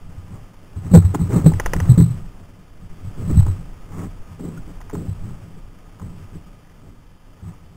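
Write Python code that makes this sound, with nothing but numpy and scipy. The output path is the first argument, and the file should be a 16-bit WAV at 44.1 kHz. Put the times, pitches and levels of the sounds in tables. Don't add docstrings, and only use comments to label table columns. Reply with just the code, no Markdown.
import sys
import numpy as np
from scipy import signal
from scipy.fft import rfft, irfft, next_fast_len
from scipy.io import wavfile
from scipy.ndimage import map_coordinates

SR = 44100
rng = np.random.default_rng(int(sys.argv[2]) if len(sys.argv) > 2 else 0)


def int16_out(signal):
    q = np.round(np.clip(np.atleast_2d(signal).T, -1, 1) * 32767)
    wavfile.write(sys.argv[1], SR, q.astype(np.int16))


def gain_from_decibels(decibels):
    exponent = np.asarray(decibels, float) / 20
    return 10 ** exponent


N = 342293

# [t/s, level/dB]
WIND_LEVEL = [(0.0, -50), (0.04, -37), (0.39, -44), (0.43, -35.5), (0.54, -47), (0.88, -39), (0.97, -28),
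              (1.1, -36), (1.64, -21), (2.03, -35), (2.07, -46), (2.2, -32), (2.55, -44), (3.22, -31),
              (3.44, -20), (3.61, -33), (4.19, -34.5), (4.41, -46), (4.65, -33), (5.12, -40), (5.23, -31),
              (5.51, -43.5), (5.66, -36.5), (6.03, -49.5), (6.07, -36), (6.53, -40), (6.55, -47),
              (7.76, -45)]
# [f/Hz, level/dB]
BUFFET_SPECTRUM = [(8, -1.5), (18, -5.5), (32, 0.5), (48, -18), (65, -13), (90, -23), (200, -73)]
# [t/s, murmur level/dB]
RIVER_LEVEL = [(0, -54), (.67, -54.5), (.9, -51.5), (1.5, -46.5), (1.68, -42.5), (1.9, -46.5), (2.29, -52),
               (2.68, -57), (3.07, -51), (3.39, -47), (3.65, -51.5), (4.34, -52.5), (5.19, -51),
               (5.81, -55.5), (6.25, -52), (6.63, -56.5), (7.22, -59), (7.43, -55.5), (7.76, -58)]
# [f/Hz, level/dB]
MURMUR_SPECTRUM = [(300, -8), (500, 3.5), (1000, 1), (1150, -1), (1240, 5.5), (1330, -2), (2000, -6.5),
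                   (3100, -7.5), (3900, -9.5), (5000, -55)]
# [nominal f/Hz, t60/s, level/dB]
HULL_MODES = [(77.5, 0.27, -8), (93.96, 0.18, 1), (122.94, 0.14, -4.5), (163.2, 0.12, -1),
              (186.5, 0.06, -8.5), (233, 0.059, 2), (302, 0.061, 2.5), (358, 0.067, -0.5),
              (414.4, 0.063, -2), (472.5, 0.042, -7.5), (626, 0.031, -15.5), (790, 0.051, -26)]
# [start t/s, length/s, boom level/dB, creak level/dB, grit level/dB]
SCUFFS_ON_HULL = [(0, 0.35, -42.5, -62, -62), (0.24, 0.3, -38.5, -50.5, -50), (0.782, 0.35, -28, -46, -45),
                  (0.904, 0.33, -25, -44, -44), (1.153, 0.19, -24.5, -35.5, -43),
                  (1.272, 0.22, -30, -24.5, -33.5), (1.43, .15, -22.5, -30, -61),
                  (1.7, 0.45, -25, -42, -41.5), (1.97, 0.4, -33, -54, -62), (3, 0.6, -32, -61, -75),
                  (3.142, 0.18, -30.5, -40, -50), (3.268, 0.13, -23, -36, -41),
                  (3.387, 0.28, -29, -47, -55), (3.866, 0.21, -36, -47, -46.5),
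                  (3.945, 0.17, -27.5, -32, -39.5), (4.35, 0.35, -31, -38.5, -55),
                  (4.657, 0.089, -36, -40.5, -55), (4.919, 0.22, -34, -35.5, -68),
                  (5.181, 0.23, -30.5, -44, -53), (5.414, 0.14, -41, -51.5, -83),
                  (5.96, 0.28, -36.5, -48, -61), (6.308, 0.11, -40.5, -48.5, -77),
                  (6.793, .2, -43, -50, -61), (7.42, 0.21, -38, -59, -52)]
# [f/Hz, level/dB]
GRIT_SPECTRUM = [(350, -1.5), (550, -5), (715, -3.5), (794, 3.5), (874, -4), (1240, -1), (1530, -11),
                 (2100, -11.5), (3900, -37), (5000, -58)]
# [f/Hz, rms level/dB]
WHINE_TONES = [(1712, -76), (2040, -76.5), (2401, -78), (2729, -78.5), (3063, -78), (3090, -76),
               (3424, -78), (3752, -81), (3876, -94)]
# [t/s, level/dB, favoured boom f/Hz, spread/octaves, upper modes re level/dB]
HULL_KNOCKS = [(0.174, -23.5, 92, .3, -40), (0.325, -28.5, 125, 0.65, -18.5), (0.761, -18, 110, 1, -10),
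               (0.853, -21, 122, 0.45, -10), (0.913, 2.5, 140, 0.35, -20.5), (0.935, 11.5, 165, 0.43, -12),
               (0.947, 7.5, 165, 0.27, -11), (0.967, 7.5, 92, 0.22, -20), (1.044, -3.5, 92, 0.42, -36),
               (1.14, -7.5, 165, .5, -5), (1.195, -8, 165, 0.37, -19), (1.213, -7.5, 120, 1, -22),
               (1.288, -13.5, 95, 0.76, -19), (1.327, 0.5, 125, 0.24, -13), (1.356, -4, 165, 0.65, -11.5),
               (1.394, -6, 135, 0.45, -21), (1.441, -2, 125, 0.31, -13), (1.458, 8, 165, 0.25, -13.5),
               (1.499, -22, 92, 0.44, -19), (1.533, -9, 105, 0.55, -15.5), (1.75, -12.5, 150, 0.91, -8.5),
               (1.761, -8.5, 110, 1.2, -20), (1.816, -7.5, 100, 0.23, -73), (1.874, -2.5, 125, 0.38, -29),
               (1.891, 9, 118, 0.12, -29), (1.915, -2.5, 165, 0.77, -24), (1.975, 7.5, 165, 0.45, -16),
               (1.998, 6.5, 138, 0.45, -16.5), (2.017, 1, 135, 0.34, -30), (2.058, 0, 130, 0.27, -34),
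               (2.1, -6, 122, 0.18, -28), (2.18, -20.5, 110, 0.31, -22), (3.045, -16, 112, 0.26, -41),
               (3.211, -16.5, 165, 0.34, -12), (3.273, -9, 150, .5, -19), (3.298, -11.5, 135, 0.45, -3),
               (3.325, -4.5, 100, 0.63, -32), (3.356, -5, 160, 0.45, -32), (3.372, 2.5, 109.4, 0.61, -33),
               (3.452, -8, 108, 0.54, -17.5), (3.481, -10, 100, 0.41, -17), (4.395, -19.5, 145, 0.36, -4),
               (4.439, -18, 150, .4, 0), (4.474, -16.5, 165, 0.23, -7.5), (4.93, -15, 150, .4, -3),
               (4.955, -15, 105, 0.39, -10), (4.978, -15, 165, 0.26, -17), (5.007, -19.5, 165, .3, -6),
               (5.049, -20, 140, 0.33, -16), (5.081, -14, 95, 0.96, -21), (5.286, -22, 155, 0.54, -24),
               (5.563, -28, 120, 0.61, -10), (6.014, -19.5, 130, 1.2, -12), (6.35, -29, 150, 0.27, -8),
               (7.424, -23.5, 110, 0.88, -19), (7.466, -23, 165, 0.27, -21)]
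# [t/s, level/dB, favoured f/Hz, spread/octaves]
GEAR_TICKS = [(.759, -31, 1070, 0.44), (.943, -16, 813, 0.96), (.978, -22, 800, 1), (1.146, -6, 960, 0.57),
              (1.19, -25, 950, 0.5), (1.275, -31, 1100, 0.45), (1.468, -19.5, 746, 0.83),
              (1.518, -17, 895, 0.31), (1.536, -23, 1000, 1.8), (1.764, -22.5, 1700, 1),
              (1.981, -22, 850, 1), (2.008, -21.5, 970, 0.83), (2.451, -48, 1340, 0.78),
              (3.212, -36, 1270, 0.68), (3.376, -26, 950, 0.48), (3.39, -29, 1500, 1.1),
              (3.404, -22, 900, 0.53), (3.426, -25, 945, 0.59), (3.464, -20, 940, 0.55),
              (3.483, -29, 1040, .5), (4.394, -33, 790, 0.68), (4.574, -20, 1420, 0.098),
              (4.804, -26, 970, 0.37), (4.813, -31, 1200, 1.1), (4.897, -23, 940, 0.82),
              (4.91, -35, 1400, 1.3), (4.951, -20, 950, 0.59), (5.997, -28, 1100, 0.37),
              (6.017, -27, 1000, 0.41)]
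# [f/Hz, t60/s, level/dB]
TICK_MODES = [(376, 0.038, -14.5), (512, 0.0097, 10.5), (708, 0.018, 1), (839, 0.02, 0.5),
              (1035, 0.02, -1.5), (1200, 0.0093, 5), (1420, 0.053, -17), (1785, 0.013, 0.5),
              (1919, 0.014, 2.5), (2150, 0.0086, -14), (2910, 0.0091, -5)]
# [t/s, level/dB]
RATCHET_CLICKS = [(1.598, -9), (1.66, -9), (1.734, -8.5), (1.801, -14.5)]

UPPER_HZ = 215
LAP_BOOM_DB, LAP_CREAK_DB = 9.5, 0
KNOCK_GRIT_DB = -14.5
RATCHET_HZ, RATCHET_SPREAD_OCT = 1200, 3.2
RUN_START_S, RUN_GAP_S, RUN_TICKS = 6.648, 0.0243, 4
RUN_DB, RUN_HZ, RUN_SPREAD_OCT = -44, 1700, 0.35
HELD_RATE_HZ, TOP_HZ = 8000, 15750


def unit(x):
    return x / np.sqrt(np.mean(x ** 2) + 1e-20)


def level_curve(rows):
    t_s, level_db = np.transpose(rows)
    return np.interp(np.arange(N) / SR, t_s, level_db)


def wobble(rate_hz):
    knots = rng.standard_normal(int(N * rate_hz / SR) + 4)
    return map_coordinates(knots, [np.arange(N) * rate_hz / SR])


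def filtered(x, response):
    size = next_fast_len(N + SR // 2)
    spectrum = rfft(x, size) * response(np.fft.rfftfreq(size, 1 / SR))
    return irfft(spectrum, size)[:N]


def coloured(points):
    f_hz, level_db = np.transpose(points)

    def response(hz):
        return gain_from_decibels(np.interp(np.log(hz + 1), np.log(f_hz + 1), level_db))
    return unit(filtered(rng.standard_normal(N), response))


def ring(hz, t60_s, db, attack_s, t):
    swell = (1 - np.exp(-t / attack_s)) ** 2
    return gain_from_decibels(db - 60 * t / t60_s) * swell * np.sin(2 * np.pi * hz * t)


def favour_db(hz, favoured_hz, spread_oct):
    return -6 * (np.log2(hz / favoured_hz) / spread_oct) ** 2


def wind():
    buffet = unit(gain_from_decibels(0.73 * wobble(4.2)) * coloured(BUFFET_SPECTRUM))
    return gain_from_decibels(level_curve(WIND_LEVEL)) * buffet


def river_murmur(murmur_db, lumps):
    ripple = gain_from_decibels(0.13 * lumps + 0.98 * wobble(70))
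    return gain_from_decibels(murmur_db) * unit(ripple * coloured(MURMUR_SPECTRUM))


def scuff_powers():
    powers, t = np.zeros((3, N)), np.arange(N) / SR
    for start_s, length_s, *levels_db in SCUFFS_ON_HULL:
        corners_s = [start_s, start_s + 0.31 * length_s, start_s + length_s]
        swell = np.sin(np.pi / 2 * np.interp(t, corners_s, [0, 1, 0])) ** 2
        powers += (gain_from_decibels(np.array(levels_db))[:, None] * swell) ** 2
    return powers


def driven_modes(modes, drive):
    def response(f):
        total = 0
        for k, (hz, t60_s, db) in enumerate(modes):
            width_hz = 1.4 * np.log(1000) / np.pi / t60_s
            damping = 1j * f * width_hz
            total = total + (-1) ** k * gain_from_decibels(db) * damping / (hz * hz - f * f + damping)
        return total
    return unit(filtered(drive, response))


def rubbed_hull(murmur_db, boom_power, creak_power, lumps):
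    low = [mode for mode in HULL_MODES if mode[0] < UPPER_HZ]
    high = [mode for mode in HULL_MODES if mode[0] > UPPER_HZ]
    boom = driven_modes(low, gain_from_decibels(2.9 * lumps) * rng.standard_normal(N))
    creak = driven_modes(high, gain_from_decibels(0.34 * lumps) * rng.standard_normal(N))
    boom_gain = np.sqrt(gain_from_decibels(murmur_db + LAP_BOOM_DB) ** 2 + boom_power)
    creak_gain = np.sqrt(gain_from_decibels(murmur_db + LAP_CREAK_DB) ** 2 + creak_power)
    return boom_gain * boom + creak_gain * creak


def grit(power):
    return np.sqrt(power) * unit(gain_from_decibels(2.3 * wobble(150)) * coloured(GRIT_SPECTRUM))


def whine(count):
    t = np.arange(count) / HELD_RATE_HZ
    return sum(np.sqrt(2) * gain_from_decibels(db) * np.sin(2 * np.pi * (hz * t + rng.random())) for hz, db in WHINE_TONES)


def knocks():
    out, grit_power, t = np.zeros(N + SR), np.zeros(N + SR), np.arange(SR // 2) / SR
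    for s, db, favoured_hz, spread_oct, upper_db in HULL_KNOCKS:
        at = round(s * SR)
        for hz, t60_s, mode_db in HULL_MODES:
            spot_db = upper_db if hz > UPPER_HZ else favour_db(hz, favoured_hz, spread_oct)
            detuned_hz = hz * (1 + 0.022 * rng.standard_normal())
            level_db = db + mode_db + spot_db + 2.3 * rng.standard_normal()
            attack_s = 0.0025 + 0.21 / hz
            out[at:][:len(t)] += ring(detuned_hz, t60_s, level_db, attack_s, t)
        grit_db = db + upper_db + KNOCK_GRIT_DB
        grit_level = gain_from_decibels(grit_db - 60 * t / 0.077) * (1 - np.exp(-t / 0.012))
        grit_power[at:][:len(t)] += grit_level ** 2
    return out[:N], grit_power[:N]


def ticks():
    ratchet = [(s, db, RATCHET_HZ, RATCHET_SPREAD_OCT) for s, db in RATCHET_CLICKS]
    run = [(RUN_START_S + k * RUN_GAP_S, RUN_DB, RUN_HZ, RUN_SPREAD_OCT) for k in range(RUN_TICKS)]
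    out, t = np.zeros(N + SR), np.arange(SR // 10) / SR
    crack_shape = gain_from_decibels(-60 * t / 0.052) * (1 - np.exp(-t / 0.00033))
    for s, db, favoured_hz, spread_oct in list(GEAR_TICKS) + ratchet + run:
        modes = np.zeros(len(t))
        for hz, t60_s, mode_db in TICK_MODES:
            level_db = mode_db + rng.standard_normal() + favour_db(hz, favoured_hz, spread_oct)
            modes += ring(hz, t60_s, level_db, 0.0011, t)
        crack = 0.2 * min(spread_oct, 1) * rng.standard_normal(len(t)) * crack_shape
        out[round(s * SR):][:len(t)] += gain_from_decibels(db) * (modes + crack)
    return out[:N]


def scene():
    murmur_db, lumps = level_curve(RIVER_LEVEL), wobble(22)
    boom_power, creak_power, scuff_grit_power = scuff_powers()
    knock_sound, knock_grit_power = knocks()
    water = river_murmur(murmur_db, lumps)
    hull = rubbed_hull(murmur_db, boom_power, creak_power, lumps)
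    rasp = grit(scuff_grit_power + knock_grit_power)
    return (wind() + water + hull + rasp + knock_sound + ticks())[None]


def roll_off(x):
    return signal.sosfilt(signal.butter(12, 16520, fs=SR, output="sos"), x)


def record(dry):
    smooth = filtered(dry[0], lambda hz: 1 / np.sqrt(1 + (hz / 3600) ** 14))
    slow = signal.resample_poly(smooth, 80, 441)
    slow = np.clip(slow + whine(len(slow)), -1, 1)
    held = slow[np.arange(N) * HELD_RATE_HZ // SR]
    mix = filtered(held, lambda hz: hz < TOP_HZ)[None]
    return roll_off(mix)


dry = scene()
out = record(dry)
int16_out(out)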